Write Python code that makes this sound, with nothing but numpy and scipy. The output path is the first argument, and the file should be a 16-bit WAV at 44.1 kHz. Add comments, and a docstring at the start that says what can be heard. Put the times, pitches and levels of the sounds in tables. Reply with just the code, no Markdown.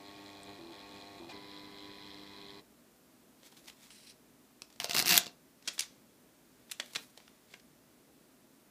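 """A quiet room, a phone microphone close to a plastic kiosk with a small thermal printer inside.
A stepper motor feeds out a paper slip: its steps hum in the housing and tick in the gears.
Fingers take the slip and rip it along the serrated bar, fibres snapping and the kiosk shaking,
then flip and flatten it with rubs and buckling cracks. Behind it, a short reverberation and room tone."""
import sys
import numpy as np
from scipy import signal
from scipy.fft import rfft, irfft, next_fast_len
from scipy.io import wavfile
from scipy.ndimage import uniform_filter1d, map_coordinates

SR = 44100
rng = np.random.default_rng(int(sys.argv[2]) if len(sys.argv) > 2 else 0)


def digitize_waveform(pressure):
    """Quantize a signal to 16-bit integers and store it at the path in sys.argv[1].

    Rows of a 2-D input are taken as channels; values are limited to [-1, 1].
    """
    field = np.atleast_2d(pressure).T
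    bounded = np.clip(field, -1, 1)
    quanta = np.round(bounded * 32767).astype(np.int16)
    wavfile.write(sys.argv[1], SR, quanta)


N = 383708
STOP_S = 2.6  # the feed ends
# Stretches of the paper feed. Each row: start in seconds, kind, load in dB, opening surge in dB.
FEED = [(0.003, "text", -0.5, -1.5), (0.172, "text", -0.5, 2), (0.473, "text", -1.2, 5.5),
        (0.588, "slow", -1.2, 0), (0.723, "text", -0.3, -2), (0.933, "text", -0.7, 3.5),
        (1.198, "slow", -1.9, 3.5), (1.292, "rush", 1.5, 2), (1.325, "block", 0.2, 7)]
# The kiosk's cavity and panels. Each row: resonance in Hz, width in Hz, gain in dB.
KIOSK_MODES = [(167.2, 37, -3.5), (345, 42, -3), (702, 25.4, 3.5)]


def printer():
    """Each motor step hums in the housing and ticks in the gears while the slip hisses over the head."""
    # The housing and a thin metal bracket. Each row: resonance in Hz, width in Hz, gain in dB.
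    housing_modes = [(356, 48, 16), (540, 63, -17.5), (733, 82, -14.5), (880, 52, -13), (1095, 130, -18)]
    bracket_modes = [(2440, 103, 0)]
    drone_db, buzz_db, gear_db, bracket_db, hiss_db = feed_levels()
    low, high, kicks, steps = stepper()
    ring = resonant(kicks, housing_modes)
    ring /= np.abs(ring).max()
    drone = amp(drone_db) * (0.74 * low + 6.1 * band(ring, 196, 387))
    buzz = amp(buzz_db) * (0.9 * high + 4 * band(ring, 445, 1300))
    housing_noise, drag_noise, tooth_noise, gear_noise = rng.standard_normal((4, N))
    grind = amp(buzz_db - 7.5) * unit(resonant(housing_noise, housing_modes[1:]))
    grind += amp(drone_db - 10.5) * unit(band(drag_noise, 57, 420))
    mesh = np.hanning(150)  # teeth mesh for about 3 ms around each step
    chatter = np.convolve(steps, mesh, "same") * tooth_noise
    gears = amp(gear_db) * gear_train(steps, mesh, .65 * chatter + .25 * gear_noise)
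    hiss = amp(hiss_db) * unit(band(chatter + 0.37 * drag_noise, 5150, 8030))
    bracket = 1.16 * amp(bracket_db) * unit(resonant(chatter + 1.16 * gear_noise, bracket_modes))
    return drone + buzz + grind + gears + hiss + bracket + thin_tick()


def stepper():
    """The stepping motor: low and high hum harmonics, kicks to the housing, impulses to the gears."""
    # Steps a second for each kind of feed.
    step_rates = {"text": 100, "block": 100, "slow": 84, "rush": 350}
    # Hum while printing text or a dense block. Each row: multiple of the step rate, relative level in dB.
    text_harmonics = [(1, -12), (2, -7.5), (3, 0.5), (4, -3), (5, -8.5), (6, -12.5), (7, -5), (8, -10.5),
                      (9, -7.5), (10, -17), (11, -7), (12, -19), (13, -26), (14, -19.5), (15, -24),
                      (16, -20), (17, -23), (18, -20), (19, -14), (20, -17), (21, -20), (22, -16.5),
                      (23, -15)]
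    block_harmonics = [(1, -34), (2, -8), (3, 1), (4, -2), (5, -12), (6, -26), (7, -16.5), (8, -17),
                       (9, -12.5), (10, -7.5), (11, -13.5), (12, -17), (13, -21), (14, -26), (15, -23),
                       (16, -20.5), (17, -20), (18, -39), (19, -32), (20, -13.5), (21, -12.5), (22, -27),
                       (23, -17.5)]
    t = np.arange(N) / SR
    low, high, kicks, steps = np.zeros((4, N))
    drag = wobble(11.85)  # the drag of the paper roll varies
    ends = [row[0] - .004 for row in FEED[1:]] + [STOP_S]  # 4 ms ahead of the next stretch
    for (start, kind, *_), end in zip(FEED, ends):
        rate = step_rates[kind]
        at = np.round(np.arange(start - .0007, end, 1 / rate) * SR).astype(int)
        backlash_db = rng.normal(0, 1.3, len(at))
        steps[at] = amp(backlash_db + 1.2 * drag[at]) / max(rate / 150, 1)
        if kind in ("slow", "rush"):
            strong_weak = 1 - .5 * (np.arange(len(at)) % 2)
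            kicks[at] = (kind == "slow") * strong_weak + .08
            continue
        running = np.clip(np.minimum(t - start, end - t) / 0.0033 + 1, 0, 1)
        phase = 2 * np.pi * rate * t + 0.029 * wobble(24.94)  # timing jitter blurs the high harmonics
        # Each printed line loads the motor anew: fresh phases.
        partials = [amp(db + 1.03 * wobble(8.03)) * np.sin(k * phase + rng.uniform(0, 2 * np.pi))
                    for k, db in (text_harmonics if kind == "text" else block_harmonics)]
        low += running * unit(sum(partials[:4]))
        high += running * unit(sum(partials[4:]))
    return low, high, kicks, steps


def feed_levels():
    """Level curves of the printer's layers: each stretch opens with a surge or dip, the last coasts out."""
    # For each kind of feed: relative levels of drone, buzz, gears, bracket and hiss in dB.
    layer_db = {"text": (-55, -56.5, -58, -65, -72), "block": (-53, -59.5, -56, -68, -77),
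                "slow": (-51, -50.5, -59.5, -65, -75), "rush": (-56, -49, -52, -56, -69.5)}
    # The share of the surge that reaches each of those layers.
    surge_share = (1, 0.46, 0.3, 0.35, .3)
    t = np.arange(N) / SR
    starts, kinds, loads, surges = map(np.array, zip(*FEED))
    stretch = np.clip(np.searchsorted(starts, t) - 1, 0, None)
    age = (t - starts[stretch]) / 0.017  # the surge peaks after 17 ms
    surge_db = np.outer(surge_share, surges[stretch] * age * np.exp(1 - age))
    coast_db = -800 * np.clip(t - STOP_S, 0, 1)
    steady_db = np.array([layer_db[kind] for kind in kinds])[stretch].T + loads[stretch]
    return [uniform_filter1d(db, size=300) + 0.73 * wobble(11.16) for db in steady_db + surge_db + coast_db]


def gear_train(steps, mesh, rattle):
    """Meshing teeth ping on each step; pings and rattle ring through the gears."""
    # The gears. Each row: resonance in Hz, width in Hz, gain in dB, for each of two passes.
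    gear_modes = [(2020, 870, -2.5), (3320, 380, 0.5), (4050, 470, 0.53), (4900, 420, -0.5),
                  (5340, 620, -4)]
    t = np.arange(len(mesh)) / SR
    ping = mesh ** 2 * sum(np.sin(2 * np.pi * hz * t) for hz in (3420, 4030))
    drive = rattle + .22 * np.convolve(steps, ping, "same")
    ticks = resonant(resonant(drive, gear_modes), gear_modes)
    ticks -= resonant(ticks, [(2710, 330, -0.3)])  # the hollow casing swallows one band
    return ticks / np.std(ticks[:2 * SR])


def thin_tick():
    """One high, quickly damped tick from the mechanism."""
    # Each row: start in seconds, peak level in dB, pitch in Hz.
    ticks = [(0.4329, -42, 8300)]
    out, t = np.zeros(N), np.arange(400) / SR
    for start, db, hz in ticks:
        out[round(start * SR):][:len(t)] += amp(db - 60 * t / 0.0089) * np.sin(2 * np.pi * hz * t)
    return out


def rip():
    """Fibres let go in uneven slips along the serrated bar, and the pull shakes the kiosk."""
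    # The pull. Each row: time in seconds, relative level in dB.
    pull_curve = [(4.8, -41), (4.835, -41), (4.852, -37.5), (4.874, -55.5), (4.914, -38), (4.938, -43.5),
                  (4.95, -30.5), (5.012, -31), (5.02, -43), (5.052, -48), (5.058, -29), (5.148, -25.5),
                  (5.16, -28.5), (5.176, -26.5), (5.204, -43), (5.3, -58.5)]
    # Body and sheen of tearing paper. Each row: frequency in Hz, relative level in dB.
    body_spectrum = [(530, -35), (900, -11.5), (2580, -3.5), (2750, 6.5), (2950, -10), (4460, 0.5),
                     (8000, -17.5), (10400, -40), (17600, -120)]
    sheen_spectrum = [(4120, -24.5), (7000, -7.5), (8900, -6.5), (14900, -0.5), (15700, -14.5),
                      (16500, -62)]
    fizz = crackle(rate=420, spread_db=3, t60=.0045, hiss=.45)
    typical_pull = amp(-33)
    pull = stroke(pull_curve) / typical_pull
    body = amp(-3) * pull * unit(coloured(fizz, body_spectrum))
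    sheen = amp(-9) * pull ** 1.32 * unit(coloured(fizz, sheen_spectrum))  # a harder pull is brighter
    shake = amp(-19) * pull * unit(resonant(fizz, KIOSK_MODES[:2]))
    return typical_pull * (body + sheen + shake)


def fibre_snaps():
    """Fibres break on the bar, each with a bright crack and a knock on the kiosk panel."""
    # Each row: peak time in seconds, relative level in dB, pitch in Hz.
    breaks = [(4.8015, -23.5, 3220), (4.8205, -38, 4200), (4.8442, -19.5, 4240), (4.8961, -27, 4300),
              (4.9104, -21.5, 4000), (4.9335, -26, 4200), (4.9491, -24.5, 5190), (4.9539, -23, 4300),
              (4.972, -23.5, 3230), (4.9843, -21, 4600), (4.9925, -16.5, 4300), (4.9992, -20.5, 4000),
              (5.0252, -20, 4900), (5.0482, -30, 3500), (5.0592, -20.5, 4620), (5.1008, -25.5, 3980),
              (5.1089, -19, 4400), (5.1215, -16.5, 3900), (5.1258, -16.5, 3700), (5.1402, -21.5, 4100),
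              (5.1484, -25, 3800), (5.1686, -14, 4050), (5.1776, -10.5, 3340), (5.2671, -32.5, 4200)]
    out, knocks = np.zeros((2, N))
    for peak_s, db, hz in breaks:
        treble_db = rng.normal(-5.5, 5.5)
        puff_db = rng.normal(-13.5 - .6 * (db + 22), 5.5)  # louder cracks carry a smaller share of puff
        out += crack(peak_s, db, hz, 0.68, 10, treble_db, puff_db, top_hz=15500)
        knocks[round(peak_s * SR)] = amp(0.74 * db + 19.5)
    return out + resonant(knocks, KIOSK_MODES[2:])


def buckles():
    """The slip buckles in the fingers, in cracks that reach less high than breaking fibres."""
    # Each row: peak time in seconds, relative level in dB, pitch in Hz, rise in ms, t60 in ms,
    # treble trim in dB, low puff trim in dB.
    cracks = [(3.433, -49, 2960, 0.91, 4.5, -13, -3), (3.5256, -53.5, 3630, 2.2, 14, -11, 1.5),
              (3.57, -46.5, 4500, 1.2, 8.5, -6, -16), (3.5751, -50, 3900, 1.3, 6.7, -9, -20),
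              (3.6585, -51, 4900, .55, 13, -7, -5), (3.6827, -38, 3180, 0.99, 21, -13, -12),
              (3.701, -43.5, 3040, 3.3, 6.4, -5, -10), (3.826, -58, 3500, 1.1, 21, -11, -9),
              (3.906, -44, 2850, 1.1, 20, -14, -17), (4.6202, -31.5, 4930, 0.57, 10.6, -6, -12.5),
              (4.702, -54, 4700, 1.1, 27, -9, -5), (4.727, -52, 5100, 1.2, 15, -16, -3),
              (4.7612, -53.5, 4400, 1.5, 22, -15, -5), (5.6264, -52, 4500, 1.9, 8.6, -8.5, -26),
              (5.6777, -24, 4620, 2.1, 26, -25, -15), (5.6855, -26, 4070, 2.9, 13, -20, -14),
              (5.69, -33, 4600, 2.9, 21, -16, -29), (5.781, -35.5, 3300, 0.92, 17, -5, -13),
              (5.7953, -20, 4960, 3, 25, -0.5, -26), (5.8087, -23.5, 4480, 2.9, 5.7, 0, -20.5),
              (6.6987, -47, 2800, .74, 6.5, -15, -9), (6.7154, -35.5, 4700, 2.1, 28, 7.5, -18),
              (6.7198, -31.5, 3220, 1.1, 17, 3.5, -18), (6.7989, -24.5, 3450, 0.21, 30, -37, -10),
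              (6.8613, -46.5, 4200, 1.4, 7.2, 2.5, -19), (6.9354, -44.5, 4300, 1.9, 32, 2.5, -8),
              (6.951, -31.5, 3540, 0.62, 47, -7, -21), (6.9592, -21, 3200, 0.94, 2.8, -16, -14),
              (6.9635, -25.5, 3640, 3.2, 8.5, -28, -8), (6.9688, -34.5, 3320, 1.3, 9.3, -23, -5),
              (7.1765, -41, 3500, 0.79, 2.7, -1, 1), (7.2023, -50, 2830, .6, 15, -16, -3),
              (7.2794, -45.5, 2930, 0.95, 8.4, -17, -6), (7.5397, -40, 2430, 1.7, 26, -26, -7),
              (7.5987, -53.5, 4040, 2.4, 34, -13, -12)]
    return sum(crack(*row, top_hz=12000) for row in cracks)


def crack(peak_s, db, hz, rise_ms, t60_ms, treble_db, puff_db, top_hz):
    """One paper crack: a noise burst with a body around hz, a treble edge and a low puff."""
    out, lead = np.zeros(N), 400
    ms = 1000 * np.arange(-lead, SR // 12) / SR
    envelope = np.where(ms < 0, np.exp(-(ms / rise_ms) ** 2), amp(-60 * ms / t60_ms))
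    body, top, puff = rng.standard_normal((3, len(ms))) * envelope
    pitched = band(body, hz / 1.22, hz * 1.18)  # the flexed patch favours one pitch
    body = band(body, hz / 2.25, hz * 1.55) + 0.29 * pitched
    top, puff = band(top, 5400, top_hz), band(puff, 130, 1100)
    body, top, puff = [part / np.abs(part).max() for part in (body, top, puff)]
    burst = body + amp(treble_db - 5.5) * top + amp(puff_db - 4) * puff
    out[round(peak_s * SR) - lead:][:len(ms)] = amp(db + 2.5) * burst
    return out


def rustle():
    """Fingers bend and rub the slip: fine, nearly even friction, with one slide along the edge."""
    # Each row: loudest moment, 20 dB swell and 20 dB fade in seconds, relative level and treble trim in dB.
    rubs = [(3.47, 0.076, .04, -52.5, -5), (3.52, .015, .1, -59.5, -5), (3.57, .012, 0.11, -57, -4),
            (3.645, .015, .06, -61, -3), (3.68, 0.013, 0.043, -45.5, -5.5), (3.844, 0.1, 0.1, -53.5, -5),
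            (4.75, .2, 0.12, -66, -7), (5.668, 0.045, .03, -53, -10), (5.7, .012, 0.092, -44, -20),
            (5.735, .012, 0.073, -54.5, 3), (5.82, .012, 0.044, -36.5, -13), (5.87, 0.027, .17, -58, -12),
            (6.706, 0.02, 0.035, -53, -8), (6.92, 0.39, .03, -57, -3), (6.95, 0.012, 0.18, -56.5, 4),
            (7.034, 0.062, 0.026, -54, -1.5), (7.18, 0.01, 0.0065, -45, -16), (7.2, 0.11, .5, -63.5, -15),
            (7.535, 0.067, 0.058, -53.5, -12)]
    # Body and treble of handled paper. Each row: frequency in Hz, relative level in dB.
    body_spectrum = [(530, -29), (900, -12), (1290, -14), (1540, -10), (2290, -5.5), (2950, -11),
                     (3450, -3.5), (8000, -12.5), (10400, -31), (17600, -120)]
    top_spectrum = [(4120, -14.5), (7000, -6.5), (10300, -1), (13500, -3), (15500, -5)]
    fizz = crackle(rate=780, spread_db=4.5, t60=0.012, hiss=1.6)
    t = np.arange(N) / SR
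    body_power, top_power = np.zeros((2, N))
    for peak_s, swell, fade, db, treble_db in rubs:
        level_db = db - 20 * np.maximum((peak_s - t) / swell, (t - peak_s) / fade)
        body_power += amp(level_db - 6.5) ** 2
        top_power += amp(level_db + treble_db - 4.5) ** 2
    body = np.sqrt(body_power) * unit(coloured(fizz, body_spectrum))
    top = np.sqrt(top_power) * unit(coloured(fizz, top_spectrum))
    return body + top + finger_slide(fizz)


def finger_slide(fizz):
    """A finger scrapes along the paper's edge; the middle band swells as the sheen fades."""
    # Each row: time in seconds, finger pressure in dB.
    pressure = [(3.9, -63), (3.92, -61.5), (4.036, -66.5), (4.1, -59), (4.122, -66), (4.14, -88)]
    # Low, middle and sheen bands. Each row in a band: resonance in Hz, width in Hz, gain in dB, per pass.
    scrape_bands = [
        [(2840, 2500, 0)],
        [(3930, 440, 1), (5400, 1900, 1.5)],
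        [(7850, 5900, 10), (11400, 2000, 1)],
    ]
    # Each row: one band's gain at the start and at the end of the slide, in dB.
    band_gains = [(-1, -1), (-1.5, 4), (1.5, -2)]
    progress = np.interp(np.arange(N) / SR, [pressure[0][0], pressure[-1][0]], [0, 1])
    scrape = sum(amp(first + (last - first) * progress) * unit(resonant(resonant(fizz, modes), modes))
                 for (first, last), modes in zip(band_gains, scrape_bands))
    return stroke(pressure) * scrape


def reverberation(x):
    """The walls answer with a noise tail, new every third of a second; each frequency dies at its own rate."""
    # Each row: frequency in Hz, t60 in seconds.
    decay_times = [(200, 0.41), (2000, 0.19), (6000, 0.24), (14000, 0.018)]
    # Colour of the reflections. Each row: frequency in Hz, gain in dB.
    wall_colour = [(100, -3), (500, 3), (1500, 1), (4000, -2.5), (9000, -1), (15000, 7)]
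    out, hop, delay = np.zeros(N + SR), SR // 3, 200
    for at in range(0, N, hop):
        hz, t, noise = signal.stft(rng.standard_normal(SR // 2), SR, nperseg=256)
        decay = amp(-60 * t / along(decay_times, hz)[:, None])
        tail = signal.istft(noise * decay, SR, nperseg=256)[1]
        wet = signal.fftconvolve(x[at:at + hop], tail / np.linalg.norm(tail))
        out[at + delay:][:len(wet)] += wet
    return coloured(out[:N], wall_colour)


def room_tone():
    """The quiet room itself: unsteady rumble, a fuzzy low hum, smooth hiss above."""
    # Each row: frequency in Hz, relative level in dB.
    tone_spectrum = [(15, -63), (25, -37.5), (48, -15.5), (69, -12.5), (86, -29), (107, -13.5), (148, -9),
                     (204, -14), (240, -5), (552, -14.5), (614, -15), (703, -21.5), (3090, -29),
                     (14300, -30.5), (15500, -31.5)]
    tone = coloured(rng.standard_normal(N), tone_spectrum)
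    low = filtered(tone, lambda hz: hz < 600)
    rumble = unit(low) * amp(-68.5 + 1.1 * wobble(6))
    hum = unit(resonant(rng.standard_normal(N), [(236.5, 71, 0)])) * amp(-69.5 + 0.59 * wobble(5))
    return rumble + hum + amp(-67) * unit(tone - low)


def crackle(rate, spread_db, t60, hiss):
    """Paper noise: about rate short bursts a second over a steady hiss."""
    slips = amp(spread_db * rng.standard_normal(N)) * (rng.random(N) < rate / SR)
    bursts = np.convolve(slips, amp(-60 * np.arange(600) / SR / t60))[:N]
    return (unit(bursts) + hiss) * rng.standard_normal(N)


def stroke(points):
    """Gain of one hand movement through (seconds, dB) points, silent outside its span."""
    t = np.arange(N) / SR
    times, db = np.transpose(points)
    touch = np.clip(np.minimum(t - times[0], times[-1] - t) / 0.0046, 0, 1)
    return touch * amp(np.interp(t, times, db))


def amp(db):
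    """Decibels to gain."""
    return 10 ** (np.asarray(db) / 20)


def unit(x):
    """x scaled to rms 1."""
    return x / np.sqrt(np.mean(x ** 2) + 1e-20)


def along(points, hz):
    """Interpolate (Hz, value) points on a log frequency axis."""
    freqs, values = np.transpose(points)
    return np.interp(np.log(hz + 1), np.log(freqs + 1), values)


def wobble(rate):
    """A smooth random curve, rate knots a second."""
    return map_coordinates(rng.standard_normal(int(N * rate / SR) + 4), [np.arange(N) * rate / SR])


def filtered(x, response):
    """x through a complex frequency response."""
    size = next_fast_len(len(x) + 8192)
    return irfft(rfft(x, size) * response(np.fft.rfftfreq(size, 1 / SR)), size)[:len(x)]


def coloured(x, spectrum):
    """x through a spectrum of (Hz, dB) points."""
    return filtered(x, lambda hz: amp(along(spectrum, hz)))


def resonant(x, modes):
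    """x through (Hz, width in Hz, dB) resonances, summed with alternating signs."""
    return filtered(x, lambda f: sum((-1) ** k * amp(db) * 1j * f * width / (hz**2 - f**2 + 1j * f * width)
                                     for k, (hz, width, db) in enumerate(modes)))


def band(x, lo_hz, hi_hz):
    """Causal band-pass."""
    return signal.sosfilt(signal.butter(2, [lo_hz, hi_hz], "bandpass", fs=SR, output="sos"), x)


def scene():
    """Printer and paper from close by; the boxed-in printer stirs the room less than the paper does."""
    motor = printer()
    paper = fibre_snaps() + buckles() + rustle() + rip()
    reflections = amp(-12.5) * reverberation(amp(-6.5) * motor + paper)
    return (motor + paper + reflections + room_tone())[None]


def record(dry):
    """The phone's mono microphone: the treble drops above 15.25 kHz and is cut off at 16.64 kHz."""
    return filtered(dry[0], lambda hz: amp(np.interp(hz, [15250, 15500], [0, -25.5])) * (hz < 16640))[None]


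dry = scene()
out = record(dry)
digitize_waveform(out)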